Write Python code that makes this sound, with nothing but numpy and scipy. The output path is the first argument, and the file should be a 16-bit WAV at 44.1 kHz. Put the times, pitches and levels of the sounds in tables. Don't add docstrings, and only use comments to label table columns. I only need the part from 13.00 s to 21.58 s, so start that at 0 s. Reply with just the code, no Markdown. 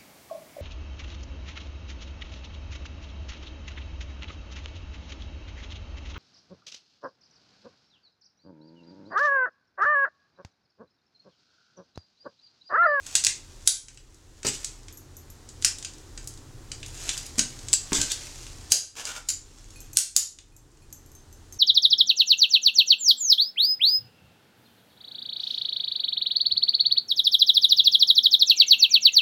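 import sys
import numpy as np
from scipy import signal
from scipy.fft import rfft, irfft
from scipy.io import wavfile
from scipy.ndimage import uniform_filter1d

SR = 44100
rng = np.random.default_rng(int(sys.argv[2]) if len(sys.argv) > 2 else 0)


def unload_audio(sound):
    columns = np.transpose(np.atleast_2d(sound))
    steps = np.round(np.clip(columns, -1, 1) * 32767)
    wavfile.write(sys.argv[1], SR, steps.astype(np.int16))


N = 378378
TIME = np.arange(N) / SR
HIT = 8192
AGE, FREQ = np.arange(HIT) / SR, np.arange(HIT // 2 + 1) * SR / HIT
LEAD_S = 0.006

# f/Hz, width/Hz, level/dB
TUBE_MODES = [(1560, 50, 14), (1740, 61, 1.5), (2100, 120, -7), (2380, 61, -12.5), (2713, 160, 7),
              (2980, 110, 6.5), (3550, 420, 5.5), (4400, 120, -28), (4830, 120, 13), (5850, 55, -6.5),
              (6070, 81, -1), (6550, 130, -13), (6630, 33, 3.5), (7880, 110, 9.5), (8100, 50, -2),
              (9200, 50, -16.5), (10300, 60, -4), (10700, 120, 3), (13900, 130, -18), (14500, 90, 12.5)]
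# f/Hz, level/dB
CLICK_SPECTRUM = [(100, -15.5), (400, -37.5), (1000, -24.5), (2000, -14), (4000, -1.5), (7000, 5),
                  (9000, -1), (11000, -8), (12500, -17.5), (15500, -23)]
# t/s, level/dB
ARM_MOTION = [(0, -44.5), (.1, -32.5), (.4, -49), (.7, -50.5), (1.3, -55.5), (1.62, -39), (2.05, -71),
              (2.8, -51), (3.55, -68.5), (4.08, -36), (4.3, -47.5), (4.7, -46), (5.05, -35.5), (5.6, -46.5),
              (5.78, -48), (6.85, -49), (7.5, -90), (8.58, -63.5)]


def undb(db):
    return 10 ** (np.asarray(db) / 20)


def unit(x):
    return x / np.sqrt(np.mean(x ** 2) + 1e-18)


def curve(rows):
    return undb(np.interp(TIME, *np.transpose(rows), left=-200, right=-200))


def colour(x, spectrum):
    hz, db = np.transpose(spectrum)
    f = np.arange(len(x) // 2 + 1) * SR / len(x)
    return irfft(rfft(x) * undb(np.interp(np.log(f + 1), np.log(hz), db)), len(x))


def resonance(f, hz, width_hz):
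    return 1 / (1 + 2j * (f - hz) / width_hz)


def add(track, s, sound):
    start = int(np.clip(s * SR, 0, N - 1))
    track[start:start + len(sound)] += sound[:N - start]


def background(air_db=-45):
    # f/Hz, width/Hz, level/dB
    bands = [(35.56, 2.5, -47.5), (85, 7.1, -53), (120.45, 4.8, -55.5), (136.8, 4, -61)]
    # f/Hz, level/dB
    air_spectrum = [(12, -33), (20, 1), (38, -3), (60, -9), (86, -3.5), (182, -20), (310, -13),
                    (678, -27.5), (738, -24.5), (1960, -31), (2200, -34.5), (7110, -31), (10200, -40),
                    (12400, -45), (16000, -48.5)]
    f = np.arange(N // 2 + 1) * SR / N
    hum = sum(undb(db) * unit(irfft(rfft(rng.standard_normal(N)) * resonance(f, hz, width_hz) ** 2, N))
              for hz, width_hz, db in bands)
    return hum + undb(air_db) * unit(colour(rng.standard_normal(N), air_spectrum))


def attic(x, t60_s=(0.32, 0.28, 0.17), wet_db=-3, build_s=0.00069, echo_s=0.033, echo_db=-25.5):
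    t = np.arange(SR // 2) / SR
    move_s = 0.3
    build = 1 - np.exp(-(t / build_s) ** 2)
    splits = [signal.butter(2, hz, fs=SR, output="sos") for hz in (1500, 9500)]
    out = x + undb(echo_db) * np.pad(x, (int(echo_s * SR), 0))[:N]
    for s in np.arange(0, N / SR + move_s, move_s):
        noise = rng.standard_normal(len(t))
        low, below_top = (signal.sosfiltfilt(sos, noise) for sos in splits)
        bands = low, below_top - low, noise - below_top
        tail = build * sum(band * undb(-60 * t / t60) for band, t60 in zip(bands, t60_s))
        near = np.abs(TIME - s) < move_s
        faded = x[near] * np.cos(np.pi / 2 * (TIME[near] - s) / move_s)
        add(out, TIME[near][0], undb(wet_db) * signal.fftconvolve(faded, unit(tail) / np.sqrt(len(t))))
    return out


def clinks():
    # t/s, level/dB
    knocks = [(6.759, -44), (6.93, -51), (7.521, -55), (7.821, -52.5)]
    # f/Hz, level/dB, t60/s
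    modes = [(2500, -1, 0.11), (4330, -1.5, .12), (6450, -3.5, .08), (7607, -2, .08), (10850, -0.5, .08),
             (13550, -13, .08)]
    out = np.zeros(N)
    for s, db in knocks:
        for hz, mode_db, t60 in modes:
            start_db = db + mode_db + 2 * rng.standard_normal()
            add(out, s, undb(start_db - 60 * AGE / t60) * np.sin(2 * np.pi * hz * AGE))
    return out


def tags(tick_db=-1, tick_s=0.0022, ring_db=-8, bounce_s=0.0044, bounce_db=-11):
    # t/s, level/dB
    touches = [(1.926, -37), (1.973, -32.5), (2.168, -36), (2.302, -37), (6.804, -31), (6.932, -27.5),
               (7.565, -33), (7.927, -25.5), (8.061, -41.5), (8.117, -42.5), (8.151, -38.5), (8.327, -39),
               (8.525, -34.5)]
    # f/Hz, level/dB, t60/s
    modes = [(5560, -13, 0.14), (6220, 5, 0.11), (6800, -11, 0.16), (7400, 0, .05), (8650, -4, 0.02),
             (11600, -1, .05), (11900, -18, 0.15), (12750, -4.5, .09), (14600, -19, 0.11)]
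    # f/Hz, level/dB
    tick_spectrum = [(2000, -29), (4500, -25), (6300, 6), (8000, 2), (10000, -5.5), (12400, -4.5),
                     (13200, -13.5), (15500, -20)]
    out = np.zeros(N)
    for s, db in touches:
        first, second = rng.standard_normal((2, HIT))
        low_db = np.interp(s, (5.8, 9.7), (-12, 1))
        gap_s = bounce_s * np.exp(0.33 * first[-1])
        for late_s, drop_db, noise in (0, 0, first), (gap_s, bounce_db, second):
            ring = np.zeros(HIT)
            for (hz, mode_db, t60), jitter in zip(modes, noise):
                decay = undb(mode_db + low_db * (hz < 10000) + 2.8 * jitter - 60 * AGE / t60)
                ring += decay * np.sin(2 * np.pi * hz * (1 + 0.0068 * jitter) * AGE)
            tick = unit(colour(noise, tick_spectrum)) * np.exp(-AGE / tick_s)
            add(out, s + late_s, undb(db + drop_db) * (undb(ring_db) * ring + undb(tick_db) * tick))
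    return out


def friction(spectrum, grain_db, grain_s):
    slips = unit(uniform_filter1d(rng.standard_normal(N), max(int(grain_s * SR), 2)))
    return unit(colour(rng.standard_normal(N) * undb(grain_db * slips), spectrum))


def cloth(gain_db=-3):
    # f/Hz, level/dB
    spectrum = [(100, -28), (500, -8), (1200, -7.5), (3000, -5), (7000, 0), (9500, -9.5), (12500, -18.5),
                (16000, -29)]
    return undb(gain_db) * friction(spectrum, grain_db=4, grain_s=0.0014) * curve(ARM_MOTION)


def hand_slide(gain_db=-2):
    # t/s, level/dB
    stroke = [(5.954, -24.5), (5.96, -26.5), (5.987, -21), (6.03, -30.5), (6.085, -19.5), (6.135, -33.5),
              (6.17, -24), (6.22, -59)]
    # f/Hz, level/dB
    spectrum = [(180, -21), (300, -15), (737, -11), (1040, -12.5), (1340, -5.5), (1930, -12), (2930, -9),
                (4230, -12.5), (6520, -7), (16000, -33.5)]
    return undb(gain_db) * friction(spectrum, grain_db=3.5, grain_s=0.0051) * curve(stroke)


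def thuds(boom_s=0.0079, boom_db=-2, scuff_s=0.0093):
    # t/s, level/dB, boom f/Hz, relative scuff/dB
    landings = [(1.449, -16.5, 410, -1.5), (1.475, -30, 288, 4.5), (4.381, -20, 242, -11.5),
                (4.92, -17.5, 227, -1), (4.944, -28, 280, 1.5), (4.983, -18.5, 295, -8),
                (4.989, -18.5, 119, -13.5)]
    # f/Hz, level/dB
    spectrum = [(30, -6.5), (100, -0.5), (200, 3), (330, 2.5), (500, -7.5), (700, -13.5), (1000, -11),
                (2500, -12), (8000, -31.5)]
    out = np.zeros(N)
    for s, db, hz, scuff_db in landings:
        boom = np.sin(2 * np.pi * hz * AGE) * np.exp(-AGE / boom_s)
        scuff = unit(colour(rng.standard_normal(HIT), spectrum)) * np.exp(-AGE / scuff_s)
        add(out, s, undb(db) * (undb(boom_db) * boom + undb(scuff_db) * scuff))
    return out


def tube(gains, ring_db=-4):
    modes = sum(gain * undb(db) * resonance(FREQ, hz, width_hz)
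                for gain, (hz, width_hz, db) in zip(gains, TUBE_MODES))
    return 1 + undb(ring_db) * modes


def scrape(ring_db=6, gain_db=-2):
    # t/s, level/dB
    drag = [(3.9, -71), (3.97, -47), (4.08, -43), (4.2, -41.5), (4.28, -65.5)]
    # f/Hz, level/dB
    spectrum = [(400, 3), (1500, -17), (2300, -18), (2730, 3.5), (3200, -8.5), (4200, -12), (7000, 12),
                (9000, -7), (12500, -2), (15500, -22)]
    ring = irfft(tube(np.ones(len(TUBE_MODES)), ring_db))
    rubbing = friction(spectrum, grain_db=9, grain_s=0.00067)
    return undb(gain_db) * curve(drag) * unit(signal.fftconvolve(rubbing, ring)[:N])


def rattles(knocks_per_s=800, scatter_db=3, chatter_s=0.0039):
    # t/s, length/s, level/dB
    runs = [(1.447, 0.012, -18.5), (1.474, 0.015, -14.5), (1.52, 0.043, -27), (4.381, 0.0062, -19),
            (4.943, 0.034, -18), (4.983, 0.059, -23.5), (5.048, 0.05, -36.5), (5.1, 0.022, -23)]
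    # f/Hz, level/dB
    spectrum = [(300, -5), (1000, -19), (2200, -5), (4500, -2.5), (7500, 5.5), (10000, -12.5),
                (13000, -17.5), (16000, -40)]
    out = np.zeros(N)
    for s, length_s, db in runs:
        knocks = (rng.random(HIT) < knocks_per_s / SR) * undb(scatter_db * rng.standard_normal(HIT))
        knocks[0] = 1
        envelope = signal.fftconvolve(knocks * (AGE < length_s), np.exp(-AGE / chatter_s))[:HIT]
        chatter = envelope * rng.standard_normal(HIT)
        ring = irfft(rfft(chatter) * tube(rng.standard_normal(len(TUBE_MODES))))
        add(out, s, unit(ring) * np.sqrt(length_s * SR / HIT) * undb(db))
    return colour(out, spectrum)


def contact(burst):
    spectrum = rfft(burst)
    power = np.abs(spectrum) ** 2
    return spectrum / np.sqrt(power / np.mean(power) + 0.06)


def strike(noise, low_db, top_db, ring_hz, ring_db, chatter_s, attack_s=0.004, rise_s=0.0003):
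    since = AGE - LEAD_S
    onset = np.clip(1 + since / rise_s, 0, 1)
    chatter = np.exp(-(np.abs(since) / chatter_s) ** 1.8)
    buzz = undb(-13) * np.exp(-np.abs(since) / (2.2 * chatter_s))
    force = contact(noise * onset * (chatter + buzz))
    mode_gains = np.cos(np.pi * noise[::-1])
    body = tube(mode_gains) + undb(ring_db) * resonance(FREQ, ring_hz, width_hz=330)
    tilt = undb(np.interp(FREQ, [2500, 4500, 8500, 11000], [low_db, 0, 0, top_db]))
    hit = onset * colour(irfft(force * body * tilt), CLICK_SPECTRUM)
    attack = hit[(since > 0) & (since < attack_s)]
    return hit[:HIT // 2] / np.sqrt(np.mean(attack ** 2))


def tap(noise, bright_db):
    return strike(noise, low_db=2.5 - bright_db, top_db=-4 + bright_db,
                  ring_hz=6770 * (1 + 0.063 * noise[0]), ring_db=-7, chatter_s=0.0029)


def ticks(start_s=0.72, per_s=4, base_db=-43.5, scatter_db=2.5, follow=0.21, max_ticks=96):
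    out = np.zeros(N)
    effort_db = np.interp(TIME, *np.transpose(ARM_MOTION))
    effort_db -= np.median(effort_db)
    times = start_s + np.cumsum(rng.exponential(size=max_ticks)) / per_s
    for s, noise in zip(times[times < N / SR], rng.standard_normal((max_ticks, HIT))):
        db = base_db + follow * np.interp(s, TIME, effort_db) + scatter_db * noise[1]
        add(out, s, undb(db) * tap(noise, bright_db=5 + 4 * noise[2]))
    return out


def taps():
    # t/s, attack level/dB, brightness/dB
    touches = [(0.065, -26.5, 5), (0.2386, -15, -1), (0.248, -8, 2.5), (0.884, -27.5, -8), (0.974, -33, -9),
               (1.4309, -28, -9), (1.467, -13, -3.5), (1.6454, -18.5, -0.5), (1.8832, -36, -11),
               (2.4893, -38, 0), (2.6241, -28, -4), (2.785, -33, 4), (2.8265, -33, -6), (2.848, -26, -4.5),
               (3.1762, -33, -10), (3.274, -30.5, 11), (3.717, -28.5, -7.5), (3.8298, -34, -15),
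               (3.862, -37.5, 6), (4.092, -19, -7.5), (4.177, -27.5, 6), (4.2646, -36.5, 12),
               (4.6846, -29.5, -4), (4.931, -15, -4), (5.015, -14.5, -1), (5.1182, -18, 4),
               (5.4666, -38, -9), (6.053, -13.5, -0.5), (7.3874, -28, -9.5)]
    out = np.zeros(N)
    for s, db, bright_db in touches:
        add(out, s - LEAD_S, undb(db) * tap(rng.standard_normal(HIT), bright_db))
    return out


def snaps(seat_s=0.022, pop_s=0.00031):
    # t/s, attack level/dB, low end/dB, top end/dB, ring f/Hz, ring level/dB, chatter/s,
    # rebound delay/s, relative rebound/dB
    seatings = [(0.153, -4.5, 1.5, -4, 1670, 2.5, 0.0028, 0.009, -9),
                (0.2671, -6.5, 1.5, -9, 2110, 8.5, .0024, 0.0025, -19.5),
                (0.675, 8.5, -3, 1, 9700, 11, 0.0032, 0.018, -13.5),
                (2.647, -8.5, 6.5, -2, 5350, -1.5, 0.0033, .006, -17),
                (4.3929, -13, 6, -8, 6470, -24, 0.0016, .003, -7.5),
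                (4.7306, -13, -0.5, 0.5, 7700, 12.5, 0.00054, 0.0066, 4.5),
                (5.7198, 15.5, 0.5, 6.5, 6470, 5.5, 0.0043, .006, -34),
                (6.2872, -10, 4, 4.5, 7100, 9, 0.0056, 0.014, -3.5),
                (6.971, 10.5, -1, 6.5, 8750, 5, 0.0011, 0.016, -8.5),
                (7.1643, 11, -1.5, 9, 6970, 3.5, 0.0022, 0.012, -15.5)]
    out = np.zeros(N)
    pop_phase = (AGE - LEAD_S) / pop_s
    overload_pop = 2 * pop_phase * np.exp(-pop_phase ** 2 / 2)
    slide_ramp = AGE / seat_s * (AGE < seat_s)
    for s, db, *timbre, rebound_s, rebound_db in seatings:
        slip, first, second = rng.standard_normal((3, HIT))
        slide_db = -34 + 0.4 * db
        pop_db = -45.5 + 2.49 * db
        add(out, s - seat_s, undb(slide_db) * unit(colour(slip, CLICK_SPECTRUM)) * slide_ramp)
        add(out, s - LEAD_S, undb(db) * strike(first, *timbre))
        add(out, s - LEAD_S, undb(pop_db) * overload_pop)
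        add(out, s + rebound_s - LEAD_S, undb(db + rebound_db) * strike(second, *timbre))
    return out


def gain_control(x, ceiling_db=-11, start_cut=0.65, release_s=1.88, lag_s=0.00076):
    power = np.abs(uniform_filter1d(x ** 2, size=SR // 250)) + 1e-12
    cut = np.clip(1 - undb(ceiling_db) / np.sqrt(power), 0, 1)
    release = np.exp(-TIME / release_s)
    held = release * np.maximum.accumulate(np.maximum(cut / release, start_cut))
    return x * (1 - np.interp(TIME - lag_s, TIME, held))


def scene():
    pole = snaps() + taps() + rattles() + scrape()
    collar = tags() + clinks()
    handling = thuds() + cloth() + hand_slide() + ticks()
    return (attic(pole + collar + handling) + background())[None]


def record(dry):
    clipped = np.clip(gain_control(dry[0]), -1, 1)
    top_hz = 15900
    lowpass = signal.ellip(8, 0.2, 70, top_hz, fs=SR, output="sos")
    return signal.sosfilt(lowpass, clipped)[None]


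dry = scene()
out = record(dry)
unload_audio(out)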